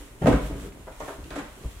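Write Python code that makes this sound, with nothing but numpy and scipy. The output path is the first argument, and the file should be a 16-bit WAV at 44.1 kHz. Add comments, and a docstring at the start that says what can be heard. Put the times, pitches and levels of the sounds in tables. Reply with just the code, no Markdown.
"""Blanket flung open in a kitchen

Close by, a large soft blanket snaps taut in one loud whump, flutters down over someone and is
tugged in a few dull flaps. Buckling cloth thuds and ticks, the sliding pile hisses, pushed air
booms low. The small, hard, quiet room answers with echoes and standing waves."""
import sys
import numpy as np
from scipy import signal
from scipy.fft import rfft, irfft
from scipy.io import wavfile

SR = 44100
rng = np.random.default_rng(int(sys.argv[2]) if len(sys.argv) > 2 else 0)


def dump(signal):
    """Clip the signal to [-1, 1] and save it as 16-bit WAV at the path in sys.argv[1]."""
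    limited = np.clip(np.atleast_2d(signal).T, -1, 1)
    pcm = np.round(limited * 32767).astype(np.int16)
    wavfile.write(sys.argv[1], SR, pcm)


N = 79380
TIME_S = np.arange(N) / SR

# Spectra of still room, sliding pile, slack fold, echoes and fibre fizz.
# Each row: frequency in Hz, relative gain in dB.
AIR_SPECTRUM = [(15, -33), (28, 2), (52, 3.5), (80, -4), (160, -11), (400, -16.5), (800, -20),
                (2000, -27.5), (4600, -38), (8000, -31), (12000, -34.5), (16000, -41)]
PILE_SPECTRUM = [(100, 13), (400, -18), (1000, 7.5), (2000, 5.5), (3300, 5.5), (4800, -1.5), (7500, 3),
                 (10000, 0), (16000, -8)]
FOLD_SPECTRUM = [(30, -45), (80, -7), (130, -0.5), (300, 1), (430, -0.5), (620, -10.5), (1500, -20),
                 (4000, -35), (16000, -75)]
ECHO_SPECTRUM = [(50, 4.5), (130, 6), (300, 3), (600, -0.5), (800, -0.5), (1100, 4), (1600, 3.5),
                 (4000, 2.5), (16000, 1.5)]
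FIZZ_SPECTRUM = [(500, -30), (2000, 8.5), (3200, 3), (4700, -4), (7500, -1), (11000, -8), (16000, -24)]
# Diffuse field. Each row: frequency in Hz, left-right correlation.
COHERENCE = [(50, 0.92), (250, 0.87), (500, 0.61), (800, 0.48), (1200, 0.38), (2200, -0.072), (4000, -.05),
             (16000, -0.06)]
# Pile hiss. Each row: time in seconds, relative level in dB.
SLIDE_LEVELS = [(0, -53), (.17, -63.5), (.25, -52), (.33, -48), (.40, -53), (.47, -48.5), (.54, -57.5),
                (.61, -51.5), (.67, -53), (.71, -62), (.9, -61), (.99, -56.5), (1.05, -51.5), (1.11, -52),
                (1.19, -58.5), (1.3, -56.5), (1.52, -58.5), (1.68, -55), (1.8, -57)]
# Slack folds. Each row: start in seconds, decay in seconds, level in dB.
FOLD_EVENTS = [(.0, 0.036, -46.5), (0.109, 0.05, -51.5), (0.191, 0.035, -53), (.492, 0.073, -35.5),
               (0.532, 0.034, -40), (.615, 0.059, -39), (.787, 0.027, -48.5), (1.025, 0.038, -51.5),
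               (1.176, 0.033, -43.5), (1.241, 0.032, -47), (1.562, 0.051, -46), (1.63, 0.025, -41)]
# Echo decay. Each row: frequency in Hz, T60 in seconds.
ECHO_DECAY = [(60, 0.53), (250, 0.3), (600, 0.48), (1500, 0.49), (4000, 0.72), (12000, 0.083)]
# Room resonances. Each row: frequency in Hz, relative level in dB, T60 in seconds.
KITCHEN_MODES = [(123, -26, 0.11), (152.8, -30, 0.16), (285.1, -22.5, 0.28), (399, -27, 0.31),
                 (433, -38.5, 0.21), (585, -33.5, 0.56), (650, -24, 0.29), (1157, -32.5, 0.18),
                 (1595, -21.5, 0.083)]
# Single creases. Each row: start in seconds, level in dB, band centre in Hz.
TICK_EVENTS = [(0.076, -50, 2000), (0.721, -48, 2330), (.921, -47, 2360), (1.000, -45, 7450),
               (1.241, -45, 2550), (1.305, -40, 3200), (1.715, -50, 3530)]
# Pushes of air. Each row: start in seconds, level in dB, pitch in Hz, decay in seconds.
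PUFF_EVENTS = [(.213, -26.5, 161, 0.017), (.226, -45, 52, 0.015), (0.242, -14, 156, 0.013),
               (0.288, -10.5, 122.7, 0.011), (0.274, -20, 64.8, 0.019), (.323, -16.5, 51.4, 0.039),
               (0.329, -24.5, 129, 0.038), (0.422, -26, 49.5, 0.081), (0.511, -29.5, 58, 0.025),
               (0.552, -33, 57, 0.037), (0.618, -38, 48.2, 0.072), (1.022, -34, 57.7, 0.015),
               (1.176, -35, 53.6, 0.04), (1.224, -35.5, 63, .032), (1.315, -36, 52, 0.037),
               (1.644, -25, 55.7, 0.028), (1.759, -38, 60, 0.017)]
# Cloth pulled taut. Each row: start, rise and decay in seconds, level in dB,
# low and high band edges in Hz, crumple and fizz in dB relative to that level.
FLAP_EVENTS = [(0.215, 0.0036, 0.045, -26, 110, 570, -15, -32),
               (.256, 0.0016, 0.019, -17.5, 265, 665, -20.5, -26.5),
               (.267, 0.0021, 0.02, -10.5, 234, 534, -20, -26.5),
               (.288, 0.0012, 0.019, -17.5, 126, 336, -26.5, -29),
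               (.319, 0.0048, 0.029, -21, 160, 634, -14.5, -25.5),
               (.867, 0.0058, 0.018, -35.5, 393, 820, -18, -28),
               (1.000, 0.0035, 0.029, -31.5, 380, 830, -11.5, -18),
               (1.075, 0.0041, 0.028, -32, 442, 780, -17.5, -19),
               (1.301, 0.006, 0.07, -38, 234, 780, 3, -17.5),
               (1.351, 0.0059, 0.035, -31.5, 250, 620, -10.5, -14),
               (1.379, 0.0063, 0.028, -34, 220, 610, -7.5, -20)]


def amp(db):
    """Decibels to gain."""
    return 10 ** (np.asarray(db) / 20)


def unit_rms(x):
    """Scales to rms 1."""
    return x / np.sqrt(np.mean(x ** 2) + 1e-20)


def lookup(table, hz):
    """Interpolates on a log-frequency axis."""
    knots_hz, values = np.transpose(table)
    return np.interp(np.log(hz + 1), np.log(knots_hz + 1), values)


def add(mix, start_s, sound):
    """Mixes a sound in place."""
    part = mix[..., max(round(start_s * SR), 0):][..., :sound.shape[-1]]
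    part += sound[..., :part.shape[-1]]


def colour(x, gain, size=4096):
    """Minimum-phase filter with magnitude gain(hz)."""
    hz = abs(np.fft.fftfreq(size, 1 / SR))
    log_gain = np.log(np.maximum(gain(hz), 1e-5))
    response = np.exp(np.conj(signal.hilbert(log_gain)))
    taps = np.fft.ifft(response).real[:size // 2]
    return signal.fftconvolve(x, taps)[:len(x)]


def diffuse(noises, spectrum):
    """Two independent noises to a diffuse stereo field, alike in the bass."""
    hz, bins = np.fft.rfftfreq(noises.shape[1], 1 / SR), rfft(noises)
    coherence = lookup(COHERENCE, hz)
    mid = bins[0] * np.sqrt((1 + coherence) / 2)
    side = bins[1] * np.sqrt((1 - coherence) / 2)
    return irfft(np.array([mid + side, mid - side]) * amp(lookup(spectrum, hz)), noises.shape[1])


def pan(left_db):
    """Opposite left and right gains."""
    return amp([[left_db], [-left_db]])


def stroke(rise_s, decay_s, curve=1.35):
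    """Envelope, peak 1: swells, holds, lets go."""
    t = TIME_S[:SR // 3]
    shape = (1 - np.exp(-(t / rise_s) ** 2)) * np.exp(-(t / decay_s) ** curve)
    return shape / shape.max()


def still_room(level_db=-47.5):
    """Faint steady noise, mostly bass."""
    return amp(level_db) * unit_rms(diffuse(rng.standard_normal((2, N)), AIR_SPECTRUM))


def fibres(spectrum, grain_db=2.5):
    """Countless fibres catch and slip, a few harder than the rest."""
    noise = rng.standard_normal((2, N))
    grain = amp(grain_db * np.minimum(rng.exponential(1, (2, N)), 5))
    return unit_rms(diffuse(noise * grain, spectrum))


def slide(gain_db=4):
    """The pile hisses as it drags over itself."""
    level_db = gain_db + np.interp(TIME_S, *np.transpose(SLIDE_LEVELS))
    return amp(level_db) * fibres(PILE_SPECTRUM) * pan(-0.7)


def creases(envelope, gain, kicks_per_s=3500):
    """Buckling cloth: a burst of tiny pressure kicks, at the envelope's rms."""
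    signs = rng.choice([-1, 1], len(envelope))
    kicks = signs * (rng.random(len(envelope)) < kicks_per_s / SR)
    return unit_rms(colour(kicks * envelope, gain)) * np.sqrt(np.mean(envelope ** 2))


def folds(rise_s=0.0078):
    """Loose folds flop softly as the blanket sinks."""
    for start_s, decay_s, db in FOLD_EVENTS:
        flop = creases(stroke(rise_s, decay_s), lambda hz: amp(lookup(FOLD_SPECTRUM, hz)))
        yield start_s, amp(db) * flop


def sheet_spread(x, corner_hz=720, step_hz=352, depth_rad=1.8):
    """The wide sheet sends bass alike to both sides, treble along slightly different paths."""
    hz = np.fft.rfftfreq(len(x), 1 / SR)
    wander = np.array([np.interp(hz / step_hz, np.arange(128), row)
                       for row in rng.standard_normal((2, 128))])
    treble = hz ** 3 / (hz ** 3 + corner_hz ** 3)
    return irfft(rfft(x) * np.exp(1j * depth_rad * treble * wander), len(x))


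def echoes(x, onset_s=0.0035):
    """Dense kitchen reflections, dying by band; a new set for each spot on the cloth."""
    t = TIME_S[:SR // 2]
    hz, frame_s, bins = signal.stft(rng.standard_normal((2, len(t))), SR, nperseg=256)
    decay = amp(-60 * frame_s / lookup(ECHO_DECAY, hz)[:, None])
    tail = signal.istft(bins * decay, SR, nperseg=256)[1][:, :len(t)]
    tail = diffuse(tail, ECHO_SPECTRUM) * np.minimum(t / onset_s, 1) ** 2
    return signal.fftconvolve(np.atleast_2d(x), tail / np.linalg.norm(tail[0]), axes=1)


def standing_waves(x, gain_db=-29):
    """Room resonances ring on after the cloth."""
    t = TIME_S[:SR // 2]
    ring = sum(amp(db - 60 * t / t60_s) * np.cos(2 * np.pi * hz * t) for hz, db, t60_s in KITCHEN_MODES)
    return amp(gain_db) * signal.fftconvolve(x, ring)[:N]


def ticks(q=3.1):
    """Now and then one small crease pops."""
    snap = stroke(rise_s=0.00025, decay_s=0.0058)
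    for start_s, db, centre_hz in TICK_EVENTS:
        pop = creases(snap, lambda hz: 1 / np.hypot(1, q * (hz / centre_hz - centre_hz / (hz + 1))))
        yield start_s, amp(db) * pop


def puffs(rise_cycles=0.59, roughness=0.27, eddy_band_hz=(20, 120)):
    """Displaced air swings for a few low cycles, stirred by eddies."""
    out = np.zeros(N)
    eddy_filter = signal.butter(2, eddy_band_hz, "band", fs=SR, output="sos")
    for start_s, db, hz, decay_s in PUFF_EVENTS:
        envelope = stroke(rise_cycles / hz, decay_s)
        eddies = unit_rms(signal.sosfilt(eddy_filter, rng.standard_normal(len(envelope))))
        swing = np.sin(2 * np.pi * hz * TIME_S[:len(envelope)])
        add(out, start_s, amp(db) * envelope * (roughness * eddies - swing))
    return out * pan(0.5)


def flap_gain(hz, low_hz, high_hz, crumple_db, thud_order=3.14, crumple_hz=1534, crumple_order=2.53):
    """Flap spectrum: a band of thud, with crumple reaching above it."""
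    thud_power = 1 / (1 + (hz / high_hz) ** (2 * thud_order))
    crumple_power = amp(crumple_db) ** 2 / (1 + (hz / crumple_hz) ** (2 * crumple_order))
    low_cut = (hz / low_hz) ** 2
    return np.sqrt(thud_power + crumple_power) * low_cut / np.hypot(1, low_cut)


def flaps():
    """Each stretch of cloth thuds as it pulls taut."""
    for start_s, rise_s, decay_s, db, low_hz, high_hz, crumple_db, _ in FLAP_EVENTS:
        thud = creases(stroke(rise_s, decay_s), lambda hz: flap_gain(hz, low_hz, high_hz, crumple_db))
        yield start_s, amp(db) * thud


def fizz(echo_db=-6):
    """The fibres fizz with every flap."""
    envelope = np.zeros(N)
    for start_s, rise_s, decay_s, db, *_, fizz_db in FLAP_EVENTS:
        add(envelope, start_s, amp(db + fizz_db) * stroke(rise_s, decay_s))
    direct = envelope * fibres(FIZZ_SPECTRUM)
    return direct * pan(-4) + amp(echo_db) * echoes(direct)[:, :N]


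def scene(direct_db=-2.5, echo_db=-5):
    """Cloth in the kitchen, pushed air and hissing pile over the still room."""
    mono, cloth = np.zeros(N), np.zeros((2, N))
    for start_s, sound in [*flaps(), *folds(), *ticks()]:
        add(mono, start_s, sound)
        add(cloth, start_s, amp(echo_db) * echoes(sound))
        add(cloth, start_s, amp(direct_db) * sheet_spread(sound))
    return still_room() + cloth + standing_waves(mono) + fizz() + puffs() + slide()


def record(dry):
    """Steep low-pass."""
    cutoff_hz = 15850
    taps = signal.firwin(511, cutoff_hz, window=("kaiser", 9), fs=SR)
    return signal.oaconvolve(dry, taps[None], "same")


dry = scene()
out = record(dry)
dump(out)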